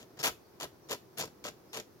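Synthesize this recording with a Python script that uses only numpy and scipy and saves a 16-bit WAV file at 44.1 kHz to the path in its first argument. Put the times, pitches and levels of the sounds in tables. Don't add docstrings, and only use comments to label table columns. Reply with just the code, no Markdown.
import sys
import numpy as np
from scipy import signal
from scipy.fft import rfft, irfft
from scipy.io import wavfile
from scipy.ndimage import uniform_filter1d

SR = 44100
rng = np.random.default_rng(int(sys.argv[2]) if len(sys.argv) > 2 else 0)


def master(y):
    cut = np.clip(np.atleast_2d(y).T, -1, 1)
    pcm = np.round(cut * 32767)
    wavfile.write(sys.argv[1], SR, pcm.astype(np.int16))


N = 2 * SR


def from_db(db):
    return 10 ** (np.asarray(db) / 20)


def unit_rms(x):
    return x / np.sqrt(np.mean(x ** 2) + 1e-20)


def at_hz(points, hz):
    table_hz, value = np.transpose(points)
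    return np.interp(np.log(hz + 1e-3), np.log(table_hz), value)


def colour(x, gain):
    return irfft(rfft(x) * gain(np.fft.rfftfreq(N, 1 / SR)), N)


def equalise(x, spectrum):
    return colour(x, lambda hz: from_db(at_hz(spectrum, hz)))


def tilted(x, db_per_octave):
    return colour(x, lambda hz: from_db(db_per_octave * np.log2((np.minimum(hz, 2000) + 200) / 900)))


def two_ears(draws, coherence):
    share = lambda hz: np.clip(at_hz(coherence, hz), 0, 1)
    common = colour(draws[0], lambda hz: np.sqrt(share(hz)))
    return common + colour(draws[1:], lambda hz: np.sqrt(1 - share(hz)))


def resonate(x, hz, width_hz):
    r = np.exp(-np.pi * width_hz / SR)
    feedback = [1, -2 * r * np.cos(2 * np.pi * hz / SR), r * r]
    return signal.lfilter(np.array([1, 0, -1]) * (1 - r * r) / 2, feedback, x + 1e-18)


def band(x, hz, width_hz):
    return unit_rms(resonate(resonate(x, hz, width_hz), hz, width_hz))


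def bursts(times_s, levels_db, decay_s):
    jumps = np.bincount(np.clip(times_s * SR, 0, N).astype(int), from_db(levels_db), N + 1)[:N]
    return signal.lfilter([1], [1, -np.exp(-1 / (decay_s * SR))], jumps + 1e-18)


def swell(start_s, rise_s, hold_s, fall_s):
    return np.interp(np.arange(N) / SR, start_s + np.cumsum([0, rise_s, hold_s, fall_s]), [0, 1, 1, 0])


def whistles(rows, width_hz):
    noise = rng.standard_normal((2, N))
    return sum(from_db(db) * swell(start_s, length_s / 2, 0, length_s / 2) * band(noise, hz, width_hz)
               for start_s, length_s, hz, db in rows)


# start, rise, hold and fall in seconds, crust, frame and thud levels in dB,
# thud lag in seconds, crust and frame tilts in dB per octave.
PUSHES = [ (-.03, 0.0061, 0.022, 0.051, -50.5, -58.5, -68, 0.017, 1, -9.5),
          (0.168, .004, 0.0056, 0.015, -56.5, -58.5, -73, 0.028, -2.5, 6.5),
          (0.187, 0.0046, 0.026, 0.0062, -45.5, -50, -55, 0.0018, 1.5, 3.5),
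          (0.227, 0.011, 0.038, 0.028, -33.5, -37.5, -49.5, 0.022, 0, 6),
          (.606, .018, 0.024, 0.017, -48.5, -50, -50, 0.0032, -3, 7),
          (0.883, 0.031, 0.018, 0.024, -40.5, -39.5, -51.5, .002, 0.5, -2.5),
          (1.169, 0.019, .028, 0.043, -38.5, -44, -49.5, 0.0059, 0, -6.5),
          (1.437, 0.017, 0.025, 0.028, -42, -46.5, -53, 0.0017, 0, -0.5),
          (1.72, 0.039, 0.015, 0.032, -44.5, -44.5, -53, 0.018, 0.7, -1)]
# frequency in Hz, gain of the box's thud in dB.
BOX_SPECTRUM = [(25, -20), (55, -2), (85, -10.5), (125, 3.5), (170, 0), (250, -7.5), (350, 2.5),
                (480, -2.5), (700, -13), (1500, -42)]


def scraping():
    slips, fractures, crust = stick_slip(), grains(), crumbling()
    box = unit_rms(equalise(grains(), BOX_SPECTRUM))
    sound = force = 0
    for start_s, rise_s, hold_s, fall_s, *settings in PUSHES:
        crust_db, frame_db, thud_db, lag_s, crust_tilt, frame_tilt = settings
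        push = swell(start_s, rise_s, hold_s, fall_s) * slips
        crumbs = unit_rms(colour(crust, lambda hz: from_db(crust_tilt * np.log2(1 + hz / 500))))
        thud = box * swell(start_s + lag_s, rise_s, hold_s, 2 * fall_s)
        sound = sound + from_db(crust_db) * push * crumbs + from_db(thud_db) * thud
        force = force + from_db(frame_db) * push * tilted(fractures, frame_tilt)
    return sound + frame(force)


def stick_slip(slips_per_s=150, jitter=0.3, spread_db=4, drag=1):
    gaps, sizes = rng.standard_normal((2, 600))
    times_s = np.cumsum(np.exp(jitter * gaps)) / slips_per_s
    slips = bursts(times_s, spread_db * sizes, decay_s=0.0021)
    return unit_rms(drag + unit_rms(slips))


# frequency in Hz, left-right coherence from 0 to 1.
GRAIN_COHERENCE = [(100, 0.89), (900, 1), (2500, 0.81), (4500, 0.42), (7000, 0.01), (11000, 0),
                   (16000, 0.4)]


def grains(grains_per_s=18000, spread_db=1.5):
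    shape = (3, N)
    sizes = from_db(spread_db * np.minimum(rng.exponential(1, shape), 4))
    signs = rng.choice([-1, 1], shape)
    breaks = rng.random(shape) < grains_per_s / SR
    return unit_rms(two_ears(sizes * signs * breaks, GRAIN_COHERENCE))


# frequency in Hz, gain in dB.
CRUST_SPECTRUM = [(60, -51), (250, -7.5), (700, 3), (1100, 0), (2100, 0.5), (2600, 2), (3100, 2.5),
                  (4500, 0), (6000, -1), (7100, -0.5), (8100, -14), (9500, -11.5), (12500, -9),
                  (14500, -11.5), (16000, -28)]
# frequency in Hz, width in Hz, gain relative to the crust in dB.
BLADE_MODES = [(3042, 41, -9), (3440, 48, -5), (4440, 25, 4.5), (4820, 26, -4), (5540, 93, -9.5),
               (6840, 27, 2), (7220, 24, -16.5)]


def crumbling():
    crust = equalise(grains(), CRUST_SPECTRUM)
    ringing = sum(from_db(db) * resonate(crust, hz, width_hz) for hz, width_hz, db in BLADE_MODES)
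    return unit_rms(crust + ringing)


# frequency in Hz, width in Hz, relative gain in dB.
FRAME_MODES = [(235.3, 36, -7), (347, 60, -12.5), (449, 44, -2), (587, 43, -1), (640, 46, -6),
               (724, 42, -6), (810, 76, -9), (976, 70, -4), (1065, 60, -6.5), (1289, 57, -4.5),
               (1584, 68, -8), (1867, 76, -13)]


def frame(force):
    power = sum(from_db(db) ** 2 * np.pi * width_hz / SR for _, width_hz, db in FRAME_MODES)
    ringing = sum((-1) ** k * from_db(db) * resonate(force, hz, width_hz)
                  for k, (hz, width_hz, db) in enumerate(FRAME_MODES))
    return ringing / np.sqrt(power)


# start in seconds, crack, snap and knock levels in dB.
BLADE_CATCHES = [(0.173, -59, -75, -48), (0.192, -50, -58, -49), (0.2294, -32.5, -39.5, -39),
                 (0.238, -26.5, -36, -38.5), (0.246, -33, -34, -40), (.256, -28, -32, -54),
                 (0.268, -29.5, -36, -42), (0.276, -31, -36, -39), (0.292, -43, -53, -32),
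                 (0.6002, -40, -63, -58), (0.6089, -36.5, -45.5, -39), (0.621, -38, -50, -57),
                 (0.6296, -37, -45, -34.5), (0.641, -40, -50, -64), (.896, -44, -61, -42.5),
                 (.909, -46, -41.5, -43), (0.917, -31.5, -50, -36), (0.928, -33, -43, -37.5),
                 (0.947, -48.5, -54, -43.5), (1.175, -39, -64, -59), (1.1835, -44, -35.5, -45),
                 (1.194, -38, -41.5, -51), (1.198, -35, -46, -50), (1.2105, -31.5, -46, -36),
                 (1.234, -67, -58, -33.5), (1.2545, -47, -52, -49), (1.276, -53, -67, -46),
                 (1.441, -40, -54, -60), (1.4497, -44.5, -54, -31), (1.731, -41, -51, -43),
                 (1.744, -38.5, -54, -38), (1.7708, -34.5, -44, -42), (1.786, -65, -70, -40.5),
                 (1.799, -36.5, -67, -42)]


def catches(crack_decay_s=0.0054, knock_decay_s=0.0039):
    times_s, crack_db, snap_db, knock_db = np.transpose(BLADE_CATCHES)
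    cracks = crumbling() * bursts(times_s, crack_db, crack_decay_s)
    snaps = band(grains(), hz=12160, width_hz=6200) * bursts(times_s, snap_db, crack_decay_s)
    force = tilted(grains(), db_per_octave=-3) * bursts(times_s, knock_db, knock_decay_s)
    return cracks + snaps + frame(force)


# start in seconds, level in dB.
BOX_THUMPS = [(.289, -51), (.922, -57), (1.24, -56.5)]


def thumps():
    times_s, db = np.transpose(BOX_THUMPS)
    shudder = band(rng.standard_normal(N), hz=81, width_hz=73)
    return shudder * uniform_filter1d(bursts(times_s, db, decay_s=0.031), size=400)


# start and length in seconds, pitch in Hz, level in dB.
EDGE_SQUEAKS = [(.193, 0.025, 5260, -43.5), (1.226, 0.028, 5380, -45.5)]


def squeaks():
    return whistles(EDGE_SQUEAKS, width_hz=700)


# frequency in Hz, left minus right level in dB.
BLADE_BALANCE = [(100, -1), (400, 0.5), (1300, 1), (2800, 2), (4400, 1.5), (5800, 5), (7200, 9.5),
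                 (8500, 7), (11000, 1.5), (15000, 7)]


def from_the_left(x, right_lag_s=0.00017):
    half_db = lambda hz: at_hz(BLADE_BALANCE, hz) / 2
    left = colour(x[0], lambda hz: from_db(half_db(hz)))
    right = colour(x[1], lambda hz: from_db(-half_db(hz)) * np.exp(-2j * np.pi * hz * right_lag_s))
    return np.array([left, right])


# frequency in Hz, relative gain in dB.
ECHO_SPECTRUM = [(100, -7), (500, -12), (1000, -5.5), (2000, 0.5), (6000, -1), (9000, 1.5), (15000, 1)]


def scatter(x, t60_s, delay_s, db):
    t = np.arange(N) / SR
    noise = equalise(rng.standard_normal((2, N)), ECHO_SPECTRUM)
    echoes = noise * from_db(-60 * t / t60_s) * (t > delay_s)
    return from_db(db) * signal.fftconvolve(x, unit_rms(echoes) / np.sqrt(N), axes=1)[:, :N]


# frequency in Hz, relative gain in dB.
AIR_SPECTRUM = [(15, 1), (25, -20.5), (108, -5), (236, -6.5), (277, -7), (354, -0.5), (545, -10),
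                (887, -14), (1070, -15.5), (2220, -25), (3080, -29), (4370, -26.5), (5880, -26),
                (7920, -36.5), (13600, -28.5), (16000, -29.5)]
# frequency in Hz, left-right coherence from 0 to 1.
AIR_COHERENCE = [(60, 0.08), (130, 0.88), (300, 0.75), (640, 0.35), (1400, 0.08), (15000, 0)]


def air(level_db=-57.5, waver_db=0.4, waver_hz=12):
    murmur = equalise(two_ears(rng.standard_normal((3, N)), AIR_COHERENCE), AIR_SPECTRUM)
    waver = unit_rms(colour(rng.standard_normal(N), lambda hz: 1 / (1 + (hz / waver_hz) ** 2)))
    return from_db(level_db - waver_db * waver) * unit_rms(murmur)


# start and length in seconds, pitch in Hz, level in dB.
BIRD_CHIRPS = [(.42, 0.11, 4500, -74), (.805, 0.079, 5800, -70.5), (0.847, .05, 4350, -71),
               (1.678, 0.08, 5220, -67)]


def birds():
    return whistles(BIRD_CHIRPS, width_hz=260)


def scene():
    blade = scraping() + catches() + thumps() + squeaks()
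    ground = scatter(blade, t60_s=0.14, delay_s=0.0035, db=-10.5)
    hives = scatter(blade, t60_s=0.25, delay_s=0.012, db=-16.5)
    return from_the_left(blade) + ground + hives + air() + birds()


def record(dry):
    dry = signal.sosfilt(signal.butter(3, 36, "high", fs=SR, output="sos"), dry)
    return signal.sosfilt(signal.ellip(12, .1, 80, 16000, fs=SR, output="sos"), dry)


dry = scene()
out = record(dry)
master(out)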